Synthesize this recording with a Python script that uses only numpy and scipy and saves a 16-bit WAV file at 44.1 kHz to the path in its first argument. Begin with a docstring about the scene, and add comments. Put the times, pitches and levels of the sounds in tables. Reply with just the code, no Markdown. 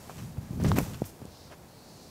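"""A disc throw in a quiet wood. The player runs up on a concrete tee pad: steps thud, soles grind on grit,
cloth swishes and rumbles. A foot plants, the clothes flutter and pull taut with the swing, and the plastic
rim whips off the fingers with a sharp snap. Trunks scatter a faint echo of it all. The follow-through
dies down in a few more thuds and scuffs, and a thin hiss comes and goes over the still air."""
import sys
import numpy as np
from scipy import signal
from scipy.fft import rfft, irfft
from scipy.io import wavfile
from scipy.ndimage import uniform_filter1d

SR = 44100
rng = np.random.default_rng(int(sys.argv[2]) if len(sys.argv) > 2 else 0)


def file_out(sig):
    """Save sig as 16-bit WAV at sys.argv[1]."""
    # one column per channel
    cols = np.atleast_2d(sig).T
    # limit, then scale
    lim = np.clip(cols, -1, 1)
    pcm = np.round(lim * 32767).astype(np.int16)
    wavfile.write(sys.argv[1], SR, pcm)


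N = 92610

# ringing modes of the plastic rim (pitch [Hz], level [dB], t60 [s])
RIM_MODES = [(2400, -22, .005), (5600, -27, .003), (7500, -19, .0032), (10500, -27, .002),
             (13600, -17.5, .004)]
# thuds of feet and cloth pulled taut (time [s], peak [dB], push length [s], ring [Hz])
THUDS = [(.0945, -42, 0.00077, 695), (.096, -29.5, 0.00078, 715), (0.1745, -37.5, 0.0059, 150),
         (0.248, -39, 0.012, 107), (0.379, -22, 0.007, 99), (0.432, -33, 0.0045, 167),
         (0.506, -24, 0.0054, 135), (.532, -32.5, 0.0028, 230), (0.6002, -28.5, 0.0017, 235),
         (0.6109, -18.5, 0.0052, 105), (0.6234, -20, 0.0052, 92), (.645, -20.5, 0.0019, 370),
         (0.6542, -18.5, 0.0039, 118), (0.6596, -21.5, 0.0025, 224), (0.7065, -37, 0.0038, 172),
         (0.7168, -14, 0.00088, 1020), (0.7828, -14.5, 0.00285, 240), (0.7862, -16, 0.00046, 504),
         (0.8042, -22, 0.0011, 200), (0.8305, -33, 0.012, 80.4), (0.9286, -36.5, 0.0012, 149),
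         (1.0192, -15, .0017, 116), (1.2169, -32, 0.0016, 170), (1.223, -33, 0.0043, 108),
         (1.2518, -32.5, .0025, 181), (1.2735, -41, 0.011, 96)]
# soles scuffing the pad (time [s], attack [s], hold [s], t60 [s], level [dB], tilt [dB/octave])
SCUFFS = [(.092, .003, 0.0027, 0.14, -45, -3), (.176, 0.0068, 0.0084, 0.17, -49.5, 2),
          (.36, 0.014, 0.0059, 0.043, -46, -7), (.595, 0.0067, 0.022, 0.13, -49.5, 0),
          (.644, 0.0016, 0.0086, .09, -34, -2.5), (.67, 0.0061, 0.0092, 0.19, -44, 3),
          (.752, 0.018, 0.016, 0.14, -32, -3), (.82, 0.017, 0.046, 0.28, -45, -9.5),
          (.925, 0.017, 0.011, 0.042, -49.5, 1), (1.035, 0.0048, .01, 0.2, -55, 5),
          (1.21, 0.0049, 0.011, 0.3, -56, -2.5), (1.498, 0.024, 0.018, 0.041, -47, -2.5)]
# tone of a sole on concrete (frequency [Hz], gain [dB])
SOLE_EQ = [(150, -10), (450, 4.5), (1000, 4), (1700, -1), (2700, -2), (3800, -8), (6000, -7.5), (9500, -19),
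           (16000, -30)]
# ticks of grit and twigs (time [s], peak [dB], centre [Hz])
TICKS = [(.602, -44, 7000), (.6384, -27, 6600), (0.6442, -44, 7600), (.655, -35, 4600), (.666, -29, 5700),
         (.6865, -29, 8500), (0.688, -33, 7000), (0.6909, -30, 5400), (.7174, -23, 2700),
         (.7599, -26.5, 6900), (.7715, -33, 5800), (0.7911, -25, 5000), (.884, -40, 7450),
         (0.936, -33.5, 2860), (0.9446, -34.5, 2770), (1.0198, -39, 8000), (1.0425, -36, 2200),
         (1.255, -33.5, 6950)]
# cloth swishes (time [s], attack [s], hold [s], t60 [s], level [dB], tilt [dB/octave])
SWISHES = [(-.02, 0.027, 0.22, 0.73, -54, -2.5), (.4, 0.017, 0.13, .5, -58.5, -4.5),
           (.62, 0.054, 0.044, 0.46, -47, -4.5), (.755, 0.015, 0.031, 0.26, -43, 1),
           (.82, 0.011, 0.01, 1, -47, -2.5), (1.05, 0.0061, 0.011, 0.12, -46, 5.5),
           (1.074, 0.0047, 0.025, 0.045, -54.5, 0)]
# tone of rubbing cloth (frequency [Hz], gain [dB])
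CLOTH_EQ = [(800, -6), (3500, -7.5), (6300, -3), (8000, -3.5), (9300, -6.5), (13500, -5.5), (16000, -14)]
# envelope of the rumble of moving clothes and air (time [s], level [dB])
RUMBLE_ENVELOPE = [(0, -57), (.07, -55), (.15, -50), (0.234, -37.5), (.3, -44.5), (.36, -46.5), (.435, -40),
                   (.485, -50), (.535, -37), (.59, -32.5), (0.661, -24.5), (.725, -23.5), (.765, -29),
                   (.83, -29.5), (.865, -43.5), (0.929, -36.5), (.975, -45), (1.05, -41), (1.12, -88)]
# tone of that rumble (frequency [Hz], gain [dB])
RUMBLE_EQ = [(20, -6), (40, -8.5), (80, 1.5), (150, 4.5), (220, -1), (330, -15), (500, -24), (900, -32),
             (2500, -46)]
# tone of the echo off the trunks (frequency [Hz], gain [dB])
ECHO_EQ = [(60, 13), (250, -3), (1000, 4), (3000, 7), (15000, 16)]
# thin hisses (time [s], attack [s], hold [s], t60 [s], level [dB], centre [Hz], width [octaves])
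HISSES = [(1.234, 0.12, 0.11, 0.41, -58, 4600, 0.73), (1.62, 0.17, .4, .4, -63, 4330, 0.24),
          (1.698, 0.24, .15, .4, -60.5, 5400, 0.82)]
# tone of the still air in the wood (frequency [Hz], gain [dB])
AIR_EQ = [(20, -20), (40, -8.5), (70, -3), (110, -1), (180, -2), (300, -7), (550, -9.5), (900, -13),
          (1300, -20), (2000, -23.5), (3200, -27), (4800, -25.5), (8000, -28), (11000, -29), (16000, -31.5)]

TIME = np.arange(N) / SR
FREQS = np.maximum(np.arange(N // 2 + 1) * SR / N, 1)


def undb(db):
    return 10 ** (np.asarray(db) / 20)


def unit_rms(x):
    return x / (np.std(x) + 1e-12)


def peak_at(x, db):
    return x * undb(db) / (np.abs(x).max() + 1e-12)


def equalise(x, curve, tilt=0):
    """Shape x with an EQ curve, tilted in dB per octave; rms 1."""
    hz, db = np.array(curve, float).T
    octave, points = np.log2(FREQS), np.log2(hz)
    gain_db = np.interp(octave, points, db) + tilt * np.maximum(octave - points[0], 0)
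    return unit_rms(irfft(rfft(x) * undb(gain_db), N))


def noise_band(hz, octaves):
    """Noise in a steep-sided bell; rms 1."""
    bell = 1 / (1 + (np.log2(FREQS / hz) / octaves) ** 2) ** 2
    return unit_rms(irfft(rfft(rng.standard_normal(N)) * bell, N))


def swell(start, attack, hold, t60):
    """Linear attack, hold, exponential release."""
    age = TIME - start
    release = np.exp(-np.log(1000) * np.maximum(age - attack - hold, 0) / t60)
    return np.clip(age / attack, 0, 1) * release


def burst(start, decay_s):
    """Instant attack, exponential decay."""
    age = TIME - start
    return (age >= 0) * np.exp(-np.maximum(age, 0) / decay_s)


def grain(clicks_per_s=5000, spread_db=3.5):
    """Dense tiny clicks of uneven size over smooth noise."""
    clicks = (rng.random(N) < clicks_per_s / SR) * rng.choice([-1, 1], N)
    sizes = undb(spread_db * np.minimum(rng.exponential(size=N), 5))
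    return unit_rms(clicks * sizes) + 0.74 * rng.standard_normal(N)


def rim_snap(start=0.7867, crack_db=-26):
    """The rim leaves the fingers: a crack and a very short ring, neighbouring modes in opposite phase."""
    ring = 0
    for k, (hz, db, t60) in enumerate(RIM_MODES):
        tone = (-1) ** k * np.sin(2 * np.pi * hz * (TIME - start))
        ring += undb(db) * tone * burst(start, t60 / np.log(1000))
    crack = undb(crack_db) * rng.standard_normal(N) * burst(start, decay_s=0.0006)
    return ring + crack


def thuds(damping=0.52, roughness_db=-32.5):
    """Feet land and cloth pulls taut: each push is a pressure pulse that swings back once or twice."""
    out, s = 0, 1j * FREQS
    for start, db, length, hz in THUDS:
        push = np.sin(np.pi * np.clip((TIME - start) / length, 0, 1)) ** 2
        push *= 1 + undb(roughness_db) * rng.standard_normal(N)
        resonant_highpass = s ** 2 / (s ** 2 + damping * hz * s + hz ** 2)
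        out += peak_at(irfft(rfft(push) * resonant_highpass, N), db)
    return out


def friction(strokes, curve):
    """Soles or cloth rub in countless tiny slips; each stroke has its own brightness."""
    return sum(undb(db) * swell(start, attack, hold, t60) * equalise(grain(), curve, tilt)
               for start, attack, hold, t60, db, tilt in strokes)


def grit_ticks():
    """Grit and twigs crack in tiny bright bursts."""
    return sum(peak_at(noise_band(hz, octaves=0.67) * burst(start, decay_s=0.00038), db)
               for start, db, hz in TICKS)


def clothes_rumble(smoothing_s=0.0172, flutter_top_db=-37, fade_s=0.14):
    """Moving clothes and air rumble; a higher flutter joins in as the swing gets faster."""
    low = equalise(rng.standard_normal(N), RUMBLE_EQ)
    # flatten the noise's own surges so the envelope sets the dynamics
    low /= np.sqrt(uniform_filter1d(low ** 2, int(smoothing_s * SR)) + 1e-6)
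    times, db = np.array(RUMBLE_ENVELOPE).T
    level_db = np.interp(TIME, times, db)
    flutter_db = flutter_top_db + 1.81 * (level_db - db.max())  # swells more steeply than the rumble
    flutter = noise_band(hz=365, octaves=0.64) * undb(flutter_db)
    fade = np.exp(-np.maximum(TIME - times[-1], 0) / fade_s)
    return (low * undb(level_db) + flutter) * fade


def trunk_echo(x, predelay_s=0.025, t60=1, send_db=-24):
    """Many weak reflections off the trees blur into a grainy tail."""
    tail = equalise(grain(), ECHO_EQ) * burst(predelay_s, t60 / np.log(1000))
    tail /= np.sqrt(np.mean(np.abs(rfft(tail)[FREQS < 1000]) ** 2))  # unity rms gain below 1 kHz
    return undb(send_db) * signal.fftconvolve(x, tail)[:N]


def wood_ambience(air_db=-51):
    """A bed of still air among the trees, with thin hisses drifting in and out after the throw."""
    hiss = sum(undb(db) * swell(start, attack, hold, t60) * noise_band(hz, octaves)
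               for start, attack, hold, t60, db, hz, octaves in HISSES)
    return undb(air_db) * equalise(rng.standard_normal(N), AIR_EQ) + hiss


def scene():
    """The player up front, the echo and the wood behind, in mono."""
    hits = thuds() + grit_ticks() + rim_snap()
    player = hits + friction(SCUFFS, SOLE_EQ) + friction(SWISHES, CLOTH_EQ) + clothes_rumble()
    return (player + trunk_echo(player) + wood_ambience())[None]


def record(dry):
    """The microphone thins the deepest bass and the recorder cuts the top."""
    low_cut_hz, high_cut_hz = 28, 15650
    thinned = signal.sosfilt(signal.butter(2, low_cut_hz, "high", fs=SR, output="sos"), dry)
    return signal.sosfilt(signal.ellip(10, .2, 80, high_cut_hz, fs=SR, output="sos"), thinned)


dry = scene()
out = record(dry)
file_out(out)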